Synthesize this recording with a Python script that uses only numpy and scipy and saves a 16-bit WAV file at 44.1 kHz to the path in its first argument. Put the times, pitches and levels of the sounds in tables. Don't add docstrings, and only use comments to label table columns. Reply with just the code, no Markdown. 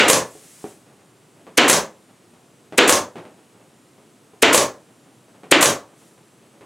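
import sys
import numpy as np
from scipy import signal
from scipy.fft import rfft, irfft
from scipy.io import wavfile
from scipy.ndimage import uniform_filter1d, map_coordinates

SR = 44100
rng = np.random.default_rng(int(sys.argv[2]) if len(sys.argv) > 2 else 0)


def wav_record(signal):
    frames = np.transpose(np.atleast_2d(signal))
    bounded = np.clip(frames, -1, 1)
    quanta = np.round(bounded * 32767).astype(np.int16)
    wavfile.write(sys.argv[1], SR, quanta)


N = 293265
TIME = np.arange(N) / SR
AGE = np.arange(int(.8 * SR)) / SR

# driver fires t/s, trigger held t/s, lift of the gun afterwards height/m
SHOT_CUES = [(-.019, .1, .072), (1.5795, .1, .05), (2.783, .0925, .06), (4.427, .1005, .038),
             (5.518, .09, .032)]
# t/s, tap level/dB, wood ring level/dB, scuff decay t/s
KNOCK_CUES = [(0.353, -52, -40.5, 0.0021), (.642, -29.5, -27, 0.0024), (1.467, -36.5, -63, .0055),
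              (2.7237, -30.5, -33.5, 0.0058), (3.156, -33, -36, 0.01), (3.183, -32.5, -66, 0.0053),
              (3.2524, -32, -49, 0.0022), (4.335, -53.5, -46.5, .012), (5.433, -36, -43.5, 0.0055),
              (6.609, -39.5, -43, 0.0061)]
# start t/s, end t/s, extra hiss level/dB
HOSE_PULLS = [(0, .7, -50), (5.947, 6.087, -59)]

# f/Hz, level/dB, t60/s
FRAME_MODES = [(166, -19, 0.3), (225, -13.5, 0.2), (330, -4.5, .15), (415, 1.5, 0.13), (553, -15.5, .15),
               (723, -11, .18), (767, -12, 0.16), (990, -22, .15)]
HOUSING_MODES = [(500, 3, .06), (575, -3, .24), (1050, -8, .2), (1120, -8, .22), (1680, -19, .3),
                 (1735, -19, .3), (2450, -25, .2), (3310, -26, .2)]
# f/Hz, t60/s
ROOM_DECAY = [(80, 0.32), (250, 0.32), (600, 0.31), (1500, 0.26), (3000, 0.21), (7000, 0.21), (11000, 0.17),
              (16000, 0.24)]

# f/Hz, level/dB
RUMBLE_EQ = [(20, -22), (45, -12), (75, -18), (115, 0), (200, -2.5), (330, -2), (550, -9), (900, -13.5),
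             (1300, -15), (1600, -19), (3000, -20.5), (6000, -28), (15000, -43)]
LEAK_EQ = [(200, -48), (1500, 0), (3000, -1), (4700, -1), (6000, 3), (8000, 6.5), (10300, 3), (12500, -4.5),
           (15500, -10.5)]
TAP_EQ = [(30, -28.5), (70, -19), (110, 2), (400, 4.5), (750, 1), (1400, -7.5), (2800, -12.5), (5000, -25),
          (9000, -29.5), (15000, -43.5)]
AIR_EQ = [(50, -38), (150, -25.5), (700, -13.5), (2000, 0.5), (3700, -4.5), (5100, -9), (6500, -0.5),
          (8000, 1.5), (10500, -4), (12500, -9), (15500, -20.5)]
TICK_EQ = [(50, -7.5), (200, 1), (1000, -3.5), (2000, -7.5), (3500, -6), (5100, -4.5), (6400, 1),
           (8000, -9), (11000, -6), (15000, -54)]
HOLLOW_EQ = [(200, -40.5), (450, -7.5), (600, 6), (800, -15.5), (1000, 3.5), (1140, 5.5), (1300, -18),
             (2500, -26.5)]
CLACK_EQ = [(60, -32), (100, -20), (170, -8), (280, -4), (550, 8), (800, 0), (1100, 5), (1450, -7),
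            (1700, -3), (2100, -8), (3400, -5), (5000, -9), (15000, -27)]
THUMP_EQ = [(30, -25), (130, -16.5), (300, 6.5), (550, 10.5), (800, -28.5), (2200, -4), (5000, -13.5),
            (10000, -22.5), (15000, -36.5)]
CRACK_EQ = [(40, -33), (100, -13.5), (190, -11), (305, 2), (520, -1), (800, -3), (1200, -2.5), (2800, 0),
            (4200, -8.5), (5200, -15.5), (7300, -16), (10000, -33), (15000, -48.5)]
# f/Hz, level/dB
BEAM_EQ = [(4500, -24), (7500, -8), (10500, -10), (15000, -16)]
# f/Hz, side against mid level/dB
ECHO_WIDTH = [(60, -29), (160, -37), (350, -36.5), (700, -28), (1400, -26), (5600, -17.5), (10000, -11.5),
              (14000, -30.5)]
BED_WIDTH = [(60, -11), (180, -19), (550, -11), (1650, -8.5), (4970, -18.5), (15000, -29)]
# t/s, level/dB
SPIT_SWELL = [(0, -55.5), (.004, -22.5), (.008, -10), (.014, -11), (.03, -60)]


def amp(db):
    return 10 ** (np.asarray(db) / 20)


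def unit_rms(x):
    return x / np.sqrt(np.mean(x ** 2) + 1e-20)


def curve_at(points, hz):
    f, value = np.transpose(points)
    return np.interp(np.log(hz + 1), np.log(f), value)


def add(mix, s, sound):
    start = round(s * SR)
    part, rest = mix[..., max(start, 0):], sound[..., max(-start, 0):]
    n = min(part.shape[-1], rest.shape[-1])
    part[..., :n] += rest[..., :n]


def equalise(x, eq):
    return irfft(rfft(x) * amp(curve_at(eq, np.fft.rfftfreq(len(x), 1 / SR))), len(x))


def noise(eq, size):
    return unit_rms(equalise(rng.standard_normal(size), eq))


def burst(eq, rise_s, decay_s):
    envelope = (1 - np.exp(-AGE / rise_s)) * np.exp(-AGE / decay_s)
    spectrum = np.fft.fft(rng.standard_normal(len(AGE)) * envelope)
    hz = abs(np.fft.fftfreq(len(AGE), 1 / SR))
    lumps = uniform_filter1d(abs(spectrum) ** 2, size=64, mode="wrap")
    log_gain = np.log(amp(curve_at(eq, hz)) / np.sqrt(lumps))
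    sound = np.fft.ifft(spectrum * np.exp(np.conj(signal.hilbert(log_gain)))).real
    return unit_rms(sound) * np.sqrt(np.mean(envelope ** 2))


def ring(modes, spread=.014):
    detunes = 1 + spread * rng.uniform(-.42, 1, len(modes))
    return sum(amp(db - 60 * AGE / t60) * np.sin(2 * np.pi * hz * detune * AGE)
               for (hz, db, t60), detune in zip(modes, detunes))


def in_room(x, wet_db):
    hz, t, spectra = signal.stft(rng.standard_normal((2, len(AGE))), SR, nperseg=256)
    decay = amp(-60 * t / curve_at(ROOM_DECAY, hz)[:, None])
    tails = signal.istft(spectra * decay, SR)[1][:, :len(AGE)]
    tails *= np.interp(AGE, [.003, .006], [0, 1])
    mid, side = amp(wet_db) * tails / np.linalg.norm(tails, axis=1, keepdims=True)
    mid = mid + (AGE == 0)
    side = equalise(side, ECHO_WIDTH)
    return signal.fftconvolve(x[None], np.array([mid + side, mid - side]), axes=1)[:, :len(AGE)]


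def room_tone(level_db=-54):
    return amp(level_db) * noise(RUMBLE_EQ, N)


def panel_detour(seated_m=.203, lift_s=.65):
    fires, _, lifts = np.transpose(SHOT_CUES)
    landings = np.append(fires[1:], N / SR)
    return seated_m + sum(lift * np.interp(TIME, [fire, fire + lift_s, landing], [0, 1, 0])
                          for fire, landing, lift in zip(fires, landings, lifts))


def hose_spray(rise_s=.043, close_s=.072):
    gain = sum(amp(db) * np.clip((TIME - start) / rise_s, 0, 1)
               * np.exp(-np.maximum(TIME - end, 0) / close_s) for start, end, db in HOSE_PULLS)
    return gain * noise(LEAK_EQ, N)


def air_leak(steady_db=-63, bounce_db=1):
    hiss = noise(LEAK_EQ, N)
    delay_s = panel_detour() / 343
    bounce = map_coordinates(equalise(hiss, BEAM_EQ), [(TIME - delay_s) * SR], order=3)
    return amp(steady_db) * unit_rms(hiss + amp(bounce_db) * bounce) + hose_spray()


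def knock(tap_db, ring_db, scuff_s):
    tap = amp(tap_db) * burst(TAP_EQ, rise_s=.0004, decay_s=scuff_s)
    return in_room(tap, wet_db=3.5) + amp(ring_db) * ring(FRAME_MODES)


def handling(settle_s=.068, settle_db=-15, touches_per_s=5.7):
    for s, tap_db, ring_db, scuff_s in KNOCK_CUES:
        yield s, knock(tap_db, ring_db, scuff_s)
        yield s + settle_s, knock(tap_db + settle_db, ring_db + settle_db, scuff_s)
    for s in rng.uniform(0, N / SR, round(touches_per_s * N / SR)):
        yield s, knock(tap_db=-51, ring_db=-61.5, scuff_s=.0081)


def exhaust(return_s, reseat_s):
    air = amp(-6.5) * burst(AIR_EQ, rise_s=.002, decay_s=.02)
    add(air, return_s, amp(7) * burst(AIR_EQ, rise_s=.0033, decay_s=.0075))
    add(air, return_s + reseat_s, amp(-1) * burst(TICK_EQ, rise_s=.0003, decay_s=.0082))
    add(air, return_s + reseat_s, amp(-8) * burst(HOLLOW_EQ, rise_s=.0094, decay_s=.013))
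    return in_room(air, wet_db=-3.5)


def piston_clack():
    clack = amp(4) * burst(CLACK_EQ, rise_s=.00063, decay_s=.0054)
    return in_room(clack, wet_db=-1.5) + amp(-6) * ring(HOUSING_MODES)


def firing(lead_s, drive_s=.0056):
    swell = amp(np.interp(AGE, *np.transpose(SPIT_SWELL)))
    gun = swell * noise(AIR_EQ, len(AGE)) * (AGE < 2 * lead_s)
    bite_s = lead_s + drive_s
    add(gun, lead_s, amp(5.6) * burst(THUMP_EQ, rise_s=.00069, decay_s=.0046))
    add(gun, bite_s, amp(23.6) * burst(CRACK_EQ, rise_s=.0001, decay_s=.0024))
    hit = in_room(gun, wet_db=-2)
    add(hit, bite_s, amp(-9.9) * ring(FRAME_MODES))
    return hit


def stapler(lead_s=.01, return_s=.0176, reseat_s=.0313):
    for fire, held, _ in SHOT_CUES:
        let_go = fire + held
        yield fire - lead_s, firing(lead_s)
        yield let_go, exhaust(return_s, reseat_s)
        yield let_go + return_s, piston_clack()


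def scene():
    mid = room_tone() + air_leak()
    side = equalise(room_tone() + air_leak(), BED_WIDTH)
    mix = np.array([mid + side, mid - side])
    for start, sound in [*stapler(), *handling()]:
        add(mix, start, sound)
    return mix


def record(dry):
    threshold_db, slope, recovery_db_per_s = -14, .79, 240
    attack_s, look_ahead_s = .0096, .0013
    low_cut_hz, high_cut_hz = 100, 15930
    pole = np.exp(-1 / (attack_s * SR))
    power = (dry ** 2).mean(0)
    opening_power = power[TIME < attack_s].mean()
    smoothed = signal.lfilter([1 - pole], [1, -pole], power, zi=[opening_power])[0]
    level_db = 10 * np.log10(np.interp(TIME + look_ahead_s, TIME, smoothed) + 1e-12)
    fall_db = recovery_db_per_s * TIME
    peak_db = np.maximum.accumulate(level_db + fall_db) - fall_db
    over_db = np.maximum(peak_db - threshold_db, 0)
    limited = dry * amp(-slope * uniform_filter1d(over_db, size=96))
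    low_cut = signal.butter(2, low_cut_hz, "high", fs=SR, output="sos")
    high_cut = signal.firwin(511, high_cut_hz, window=("kaiser", 8), fs=SR)
    clipped = np.clip(signal.sosfilt(low_cut, limited), -1, 1)
    return signal.oaconvolve(clipped, high_cut[None], "same")


dry = scene()
out = record(dry)
wav_record(out)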